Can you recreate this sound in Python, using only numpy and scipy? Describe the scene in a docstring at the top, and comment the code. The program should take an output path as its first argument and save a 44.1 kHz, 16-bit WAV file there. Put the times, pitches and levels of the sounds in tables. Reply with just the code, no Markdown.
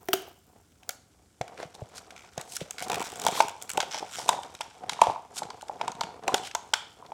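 """A stiff plastic blister is pried off its backing card close to a microphone, in a small room.
Creases crack as noise bursts through sheet resonances; the seal creaks in runs of the same snaps.
Walls of the hollow pop as damped sines; the film slides and rustles as grains of noise in bands.
Early on the pack knocks on the table; later, soft contacts thump at low pitch. Room tone is steady."""
import sys
import numpy as np
from scipy import signal
from scipy.fft import rfft, irfft, next_fast_len
from scipy.io import wavfile
from scipy.ndimage import map_coordinates

SR = 44100
rng = np.random.default_rng(int(sys.argv[2]) if len(sys.argv) > 2 else 0)


def pcm_store(signal):
    """Save signal as 16-bit PCM."""
    levels = np.round(np.clip(np.atleast_2d(signal), -1, 1) * 32767)
    wavfile.write(sys.argv[1], SR, levels.astype(np.int16).T)


N = 314433  # length in samples


def amp(db):
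    """Decibel law: the amplitude gain of a level in dB."""
    return 10 ** (np.asarray(db) / 20)


def unit(x):
    """Normalization: x at rms 1."""
    return x / np.sqrt(np.mean(x ** 2) + 1e-20)


def peak(rows):
    """Normalization: each row at peak 1."""
    return rows / np.abs(rows).max(axis=1, keepdims=True)


def along(points, hz):
    """Logarithmic frequency scale: (Hz, value) points joined by straight lines on it."""
    f, v = np.transpose(points)
    return np.interp(np.log(hz + 1), np.log(f + 1), v)


def filtered(x, response):
    """Linear filtering: the spectrum of x times a response of frequency."""
    n = x.shape[-1]
    padded = next_fast_len(n + 4096)
    spectrum = rfft(x, padded) * response(np.fft.rfftfreq(padded, 1 / SR))
    return irfft(spectrum, padded)[..., :n]


def body(modes):
    """Modal superposition: causal resonances (Hz, width Hz, dB) summed with alternating sign."""
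    def mode(f, center, width, db):
        return amp(db) * 1j * f * width / (center * center - f * f + 1j * f * width)
    return lambda f: sum((-1) ** k * mode(f, *row) for k, row in enumerate(modes))


def ring(t, hz, t60, rise):
    """Free decay of one mode: a damped sine with a soft start."""
    return np.sin(2 * np.pi * hz * t) * amp(-60 * t / t60) * (1 - np.exp(-t / rise))


def place(times, sounds):
    """Superposition: rows of sounds summed at their times."""
    out = np.zeros(N + sounds.shape[1])
    for start_s, row in zip(times, sounds):
        out[round(start_s * SR):][:len(row)] += row
    return out[:N]


def grains(rate, spread_db, life):
    """Stick-slip friction: random slips (per s) of uneven size, each a puff of noise decaying over life (s)."""
    size = amp(spread_db * np.minimum(rng.exponential(size=N), 3))
    slips = (rng.random(N) < rate / SR) * size
    envelope = signal.lfilter([1], [1, -np.exp(-1 / (life * SR))], slips)
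    return unit(envelope * rng.standard_normal(N))


# spectral shape of the room tone: pitch_hz [Hz], relative density_db [dB]
AIR_SPECTRUM = [(15, -73.5), (30, -16), (80, -1), (140, -10.5), (245, -11), (400, -18), (700, -24),
                (3000, -36.5), (7700, -28.5), (11000, -36.5), (15500, -43.5), (16500, -62)]
AIR_DB = -62  # rms level


def air():
    """Stationary noise: white noise shaped into the steady room tone."""
    return amp(AIR_DB) * unit(filtered(rng.standard_normal(N), lambda f: amp(along(AIR_SPECTRUM, f))))


# handling over time: start_s [s], flexing_db of the hollow [dB], sliding_db of the film [dB]
HAND_MOTION = [(0.0, -51, -73), (0.18, -53, -60), (0.42, -75, -73.5), (1.41, -76, -74.5),
               (1.57, -54, -65.5), (2.66, -51, -60), (3.06, -42, -57.5), (3.37, -43, -39.5),
               (3.53, -51, -59), (4.13, -48.5, -52), (4.39, -43.5, -57), (4.71, -59.5, -59.5),
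               (4.91, -51, -67.5), (5.04, -36, -50), (5.18, -55, -68), (5.66, -51, -62), (6.31, -41, -73),
               (6.41, -46, -67), (6.91, -63.5, -62.5), (7.13, -52, -73)]
# resonances of card and trapped air: pitch_hz [Hz], width_hz [Hz], level_db [dB]
HOLLOW_MODES = [(152, 108, -13), (456, 113, -7), (728, 73, -1.5), (952, 355, -11)]
# resonances of the sheet, which the cracks excite too: pitch_hz [Hz], width_hz [Hz], level_db [dB]
SHEET_MODES = [(1410, 286, 0), (2260, 280, -3), (3185, 1150, -0.5), (3956, 2290, -2.5), (5650, 1660, -4.5)]
# its treble resonances, likewise shared: pitch_hz [Hz], width_hz [Hz], level_db [dB]
SIZZLE_MODES = [(7590, 1470, 9), (9980, 360, 9), (12300, 8900, 3)]
FIZZ_DB = -3  # treble of the sliding, relative to its rustle
GRIP_RATE, GRIP_DB = 9, 5  # the grip wavers: knots per second, depth in dB


def handling():
    """Forced resonance: countless small creases and rubbing fingers excite the sheet and the hollow."""
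    s, *levels = np.transpose(HAND_MOTION)
    murmur, rustle = (amp(np.interp(np.arange(N) / SR, s, db)) for db in levels)
    rubbing = grains(rate=910, spread_db=3.5, life=0.00098)
    ticks = grains(rate=200, spread_db=4, life=0.0004)
    flexing = grains(rate=220, spread_db=3, life=0.004)
    knots = rng.standard_normal(int(N * GRIP_RATE / SR) + 4)
    grip = map_coordinates(knots, [np.arange(N) * GRIP_RATE / SR])
    murmur = murmur * amp(GRIP_DB * grip)
    hollow = unit(filtered(flexing + 0.15 * rubbing, body(HOLLOW_MODES)))
    sheet = unit(filtered(rubbing + 0.1 * ticks, body(SHEET_MODES)))
    fizz = unit(filtered(0.28 * rubbing + ticks, body(SIZZLE_MODES)))
    return murmur * hollow + rustle * sheet + amp(FIZZ_DB) * rustle * fizz


# gain of the top treble toward the microphone as the pack turns: start_s [s], level_db [dB]
TREBLE_TURN = [(0.1, 14.5), (0.6, 3), (1.5, -19), (3.2, -11), (3.9, -16), (4.601, -35), (5.4, -36),
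               (6.2, -25), (7.0, -13)]


def facing(x):
    """Directivity: the top treble is beamed, so it follows the turn of the pack."""
    s, db = np.transpose(TREBLE_TURN)
    top = filtered(x, lambda f: 1 / (1 + (11000 / (f + 1)) ** 8))
    return x + top * (amp(np.interp(np.arange(N) / SR, s, db)) - 1)


def snap(rows, life, facet_share, alike):
    """Impulsive excitation: a crease gives way in a noise burst that rings the sheet and its own facet."""
    s, db, crease_hz, sizzle_db = np.asarray(rows)[:, :, None]
    t = np.arange(SR // 20) / SR
    t60 = life * amp(0.063 * (db + 54.5))  # big ones last longer
    facet_t60, sizzle_t60 = 0.22 * t60, 0.41 * t60
    onset = 0.0011  # s
    noise = rng.standard_normal((len(s), 2, len(t)))
    # a shared share of noise makes the snaps alike
    noise = (noise + alike * noise[0]) * (1 - np.exp(-(t / onset) ** 2))
    sheet = peak(filtered(noise[:, 0] * amp(-60 * t / t60), body(SHEET_MODES)))
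    facet = peak(ring(np.maximum(t - onset / 2, 0), crease_hz, facet_t60, 0.00055))
    sizzle = peak(filtered(noise[:, 1] * amp(-60 * t / sizzle_t60), body(SIZZLE_MODES)))
    burst = 0.65 * sheet + facet_share * facet + amp(sizzle_db) * sizzle
    return place(s[:, 0] - onset / 2, amp(db) * burst)


# single creases giving way: start_s [s], level_db before the layers are weighted [dB],
# pitch_hz of the crease [Hz], sizzle_db relative to level_db [dB]
CREASES = [(0.0855, -22.5, 2030, -18), (0.1315, -8, 3030, -14), (0.1372, -17.5, 6260, -3.5),
           (0.832, -38.5, 2650, -13), (0.8918, -20.5, 4430, 5.5), (0.906, -31, 6000, -5),
           (1.4125, -23, 2260, -8.5), (1.479, -35, 2370, -4.5), (1.5763, -32.5, 2190, -19),
           (1.6282, -27, 2080, -17), (1.9798, -29.5, 5700, -3), (2.106, -33, 2280, -9),
           (2.3782, -24, 6500, -3.5), (2.4124, -27.5, 3730, 3.5), (2.566, -21.5, 5700, 5),
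           (2.7083, -27.5, 6400, 9), (2.8237, -23, 2300, 3), (2.8829, -31, 3870, 3),
           (2.8988, -21, 3850, -1.5), (3.1976, -29.5, 5930, 7), (3.2167, -24.5, 3700, 1),
           (3.2382, -25, 3550, 3), (3.2506, -30, 6600, 12.5), (3.2655, -11.5, 3360, 0.5),
           (3.275, -21.5, 4850, -2), (3.2834, -17.5, 3200, -1), (3.4048, -7.5, 2370, -12),
           (3.423, -26, 5000, 2), (3.4828, -26.5, 2700, 3), (3.4936, -29, 2760, -2),
           (3.6238, -34, 5760, 15.5), (3.616, -33, 3280, -1), (3.633, -56, 6450, 24),
           (3.7338, -34, 5960, 12), (3.6934, -27, 2080, 7), (3.7011, -23, 2920, 5.5),
           (3.7152, -32, 2870, 9), (3.7739, -15.5, 2600, -0.5), (3.803, -11, 3230, -17),
           (3.814, -21, 3600, -18), (3.8272, -22, 2870, -11), (3.9444, -22, 5650, -12),
           (4.2823, -25, 2550, 2), (4.2906, -7.5, 3640, 0.5), (4.3293, -23, 1930, -17),
           (4.4326, -30, 3500, -2), (4.55, -31.5, 3800, 1), (4.609, -19, 2610, -2.5),
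           (4.6145, -22.5, 3330, -16), (4.8946, -13.5, 3780, -5.5), (4.9324, -24, 2300, -6),
           (5.0157, -10.5, 2500, -2.5), (5.0372, -24, 3320, -5), (5.0693, -26, 3380, -22),
           (5.4324, -27, 4030, -4), (5.503, -28, 4500, -13), (5.6111, -34.5, 2920, -2),
           (5.621, -36.5, 4000, 5), (5.683, -35, 5030, -2), (5.77, -48, 3500, -10),
           (5.8127, -19, 2370, -40), (5.848, -40, 6500, -1), (5.918, -29.5, 6500, -6),
           (5.952, -39.5, 4000, -1.5), (6.236, -37.5, 3470, -7), (5.879, -21.5, 2580, -2.5),
           (6.0095, -14.5, 4360, -8), (6.0347, -23, 2930, -27), (6.2792, -12.5, 2530, -4),
           (6.3433, -8.5, 3250, 1), (6.3801, -23, 4160, -20), (6.512, -26.5, 2660, -18),
           (6.5496, -14.5, 6640, -3.5), (6.7366, -4.5, 3240, -8), (7.063, -39, 4260, -12),
           (7.1195, -37, 2400, -24)]


def cracks():
    """Sudden release of strain: single creases snap, each with its own colour."""
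    return snap(np.transpose(CREASES), life=0.017, facet_share=0.52, alike=0)


# reverberation time of the room: pitch_hz [Hz], t60_s [s]
ROOM_DECAY = [(200, .35), (1000, .45), (3500, .48), (8000, .33), (15000, .18)]


def room(x, wet_db):
    """Reverberation: the walls answer after a short gap; each stretch of sound meets a new tail."""
    out, hop = np.zeros(N + SR), SR // 4
    for i in range(0, N, hop):
        hz, t, z = signal.stft(rng.standard_normal(SR // 2), SR, nperseg=256)
        decay = amp(-60 * t / along(ROOM_DECAY, hz)[:, None])
        tail = signal.istft(z * decay, SR, nperseg=256)[1]
        wet = signal.fftconvolve(x[i:i + hop], tail / np.linalg.norm(tail))
        out[i + round(0.011 * SR):][:len(wet)] += wet
    return amp(wet_db) * out[:N]


# the pack knocks on the table: start_s [s], level_db applied to the ringing card [dB]
TABLE_KNOCKS = [(0.087, -17.5), (0.136, -12.5)]
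# modes of the closed pack: pitch_hz [Hz], level_db [dB], t60_s [s]
CARD_MODES = [(381, -5, 0.084), (692, -2.5, 0.032)]


def knocks():
    """Impact on a resonator: the closed pack rings like a small box."""
    s, db = np.transpose(TABLE_KNOCKS)
    t = np.arange(SR // 2) / SR
    box = sum(amp(level) * ring(t, hz, t60, 0.0006) for hz, level, t60 in CARD_MODES)
    return place(s, amp(db)[:, None] * box)


# the blister wall flips and the hollow pops: start_s [s], level_db [dB], pitch_hz [Hz]
WALL_POPS = [(0.893, -30.5, 720), (1.412, -18.5, 696), (1.6304, -26, 670), (1.819, -29, 596),
             (2.3774, -23, 680), (2.6137, -25.5, 525), (2.824, -27, 704), (2.9009, -27, 684),
             (2.9196, -26.5, 880), (3.017, -23.5, 923), (3.247, -27.5, 940), (3.2658, -9.5, 884),
             (3.2881, -17.5, 705), (3.3753, -23, 1036), (3.4036, -3.5, 875), (3.7778, -12.5, 810),
             (3.8033, -22, 910), (3.8311, -22.5, 710), (3.9451, -24, 864), (3.9756, -28, 830),
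             (4.027, -22.5, 800), (4.1858, -26, 714), (4.1983, -27.5, 880), (4.2905, -7.5, 937),
             (4.3288, -20, 812), (4.3397, -25, 760), (4.3895, -25.5, 790), (4.6072, -23, 886),
             (4.8951, -26, 930), (4.991, -23, 950), (5.0176, -0.5, 919), (5.0695, -13, 706),
             (5.098, -15, 837), (5.16, -25, 970), (5.42, -21, 834), (5.5049, -30.5, 980),
             (5.6282, -30, 830), (5.696, -21, 810), (5.8123, -17, 897), (5.8798, -18, 944),
             (6.0128, -17.5, 922), (6.0355, -27.5, 894), (6.2811, -13.5, 765), (6.2916, -20.5, 996),
             (6.3447, -13, 778), (6.5509, -17.5, 920), (6.7346, -17, 890), (7.025, -35.5, 976),
             (7.1192, -26.5, 866)]


def pops():
    """Snap-through buckling: the hollow answers with a few cycles; a lower neighbour mode beats with them."""
    s, db, hz = np.transpose(WALL_POPS)[:, :, None]
    t = np.arange(SR // 10) / SR
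    neighbour_hz = hz * (0.78 + 0.015 * rng.standard_normal(hz.shape))
    main = ring(t, hz, 0.015, 0.0018)
    neighbour = ring(t, neighbour_hz, 0.04, 0.00078)
    return place(s[:, 0], amp(db) * peak(main + 0.13 * neighbour))


# soft hand and table contacts: start_s [s], level_db [dB], pitch_hz [Hz]
CONTACTS = [(1.409, -30, 125), (1.654, -39.5, 147), (1.822, -28.5, 116), (2.379, -32.5, 144),
            (2.618, -29.5, 163), (3.283, -31, 190), (3.776, -25.5, 365), (4.025, -31, 372),
            (5.018, -30, 313), (5.082, -32, 115), (6.04, -37, 181), (6.279, -24.5, 380), (6.34, -17, 415)]


def thumps():
    """Heavily damped oscillation: soft contacts give a few low cycles."""
    s, db, hz = np.transpose(CONTACTS)[:, :, None]
    t = np.arange(SR // 5) / SR
    t60 = 5 / hz + 0.01  # s
    return place(s[:, 0], amp(db) * peak(ring(t, hz, t60, 0.00087)))


# film sliding over film or card, in swells: top_s [s], rise_s [s], fall_s [s],
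# level_db (rms of the band before its swell) [dB], pitch_hz of the band centre [Hz]
SLIDES = [(1.62, 0.041, 0.031, -42, 550), (1.96, 0.033, 0.034, -51.5, 670), (2.4, 0.021, 0.015, -42.5, 730),
          (4.92, .015, 0.029, -44, 4270), (1.631, 0.028, 0.014, -54, 1720),
          (1.746, 0.0024, 0.01, -45, 4460), (1.981, 0.033, 0.013, -46, 5350),
          (2.562, 0.053, 0.012, -37, 6800), (2.611, 0.0059, 0.014, -39, 2700),
          (2.836, 0.012, 0.017, -40, 5100), (3.373, 0.037, 0.084, -44, 3280),
          (3.384, .035, .02, -39, 12000), (3.82, 0.0091, 0.029, -43.5, 3480),
          (4.2, 0.035, 0.12, -44.5, 5500), (5.041, 0.055, 0.091, -44.5, 2600),
          (5.387, 0.028, 0.01, -35, 6700), (6.368, 0.015, 0.022, -44, 4000),
          (6.464, 0.029, 0.02, -41, 3330)]


def rubs():
    """Sliding friction: dense slips swell and fade, in a broad band set by the tension of the film."""
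    s, rise, fall, db, hz = np.transpose(SLIDES)[:, :, None]
    lead = SR // 6  # samples before the top of a swell
    t = np.arange(-lead, lead) / SR
    fine = grains(rate=1500, spread_db=2, life=0.001)
    sparse = grains(rate=200, spread_db=2, life=0.0007)
    slips = (fine + 0.6 * sparse)[:len(s) * len(t)].reshape(len(s), -1)
    band = filtered(slips, body([(hz, 0.92 * hz, 0)]))
    swell = np.exp(-(t / np.where(t < 0, rise, fall)) ** 2)
    out = place(s[:, 0], amp(db) * swell * band / band.std(axis=1, keepdims=True))
    return np.pad(out[lead:], (0, lead))  # each top falls on its time


# the seal lets go in runs of slips: first_s [s], last_s [s], slips [count], slowing [power],
# first_db and last_db before the layers are weighted [dB], pitch_hz [Hz], sizzle_db relative to those [dB]
SEAL_RUNS = [(2.163, 2.274, 9, .96, -34, -46, 2270, -9), (2.782, 2.8149, 4, 1.12, -26, -29.5, 2280, -4.5),
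             (2.9177, 2.955, 4, .95, -18.5, -24, 2480, -5.5),
             (2.9822, 3.025, 5, 0.91, -28.5, -24.5, 2540, 0.5),
             (3.0425, 3.0766, 7, 1.06, -29.5, -32.5, 5600, 0.5),
             (3.09, 3.157, 5, 1.25, -35.5, -32, 2920, 5), (3.311, 3.408, 30, .67, -33.5, -28, 3970, -1),
             (3.9115, 3.9946, 11, 1.1, -26, -24.5, 5460, -10), (4.0678, 4.103, 4, 0.99, -60, -54, 5800, 15),
             (4.1117, 4.157, 7, 0.9, -35, -26.5, 3500, -0.5), (4.167, 4.189, 5, .85, -33, -27.5, 5740, 1.5),
             (4.193, 4.225, 4, .97, -27, -34, 5460, -2), (5.3666, 5.3913, 4, 0.69, -28.5, -29.5, 3350, 8),
             (6.436, 6.472, 3, 1.25, -30, -25, 2900, -5)]
SLIP_JITTER_S, SLIP_SCATTER_DB, SLIP_DETUNE = 0.00062, 1, 0.054  # slip to slip; detune in log pitch


def creaks():
    """Stick-slip: runs of short slips at one spot, so of one colour; the gaps grow or shrink along the run."""
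    out = np.zeros(N)
    for first, last, count, slowing, first_db, last_db, hz, sizzle_db in SEAL_RUNS:
        u = np.linspace(0, 1, round(count))
        jitter, size, detune, fizz = rng.standard_normal((len(u), 4)).T
        rows = [first + (last - first) * u ** slowing + SLIP_JITTER_S * jitter,
                first_db + (last_db - first_db) * u + SLIP_SCATTER_DB * size,
                hz * np.exp(SLIP_DETUNE * detune),
                sizzle_db + SLIP_SCATTER_DB * fizz]
        out += snap(rows, life=0.019, facet_share=0.54, alike=1.4)
    return out


SIDES = 3  # directions of radiation that the walls gather


def scene():
    """Direct and reverberant field: each side of the pack sends the walls its own version of each crack."""
    sharp = [facing(cracks() + creaks() + rubs()) for _ in range(SIDES)]
    hollow = pops() + knocks()
    wet = sum(room(side + amp(2.5) * hollow, wet_db=-19.5) for side in sharp)
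    direct = sharp[0] + hollow + thumps() + facing(handling())
    return (direct + wet + air())[None]


TOP_HZ = 16500  # upper band limit


def record(dry):
    """Saturation and band limits: tall peaks round off, then deep bass and all above TOP_HZ are removed."""
    rounded = dry / (1 + np.abs(dry / 0.99) ** 8) ** (1 / 8)
    bass_cut = lambda hz: (1j * hz / (1j * hz + 45)) ** 2  # the microphone's
    return filtered(rounded, lambda hz: bass_cut(hz) * (hz < TOP_HZ))


dry = scene()
out = record(dry)
pcm_store(out)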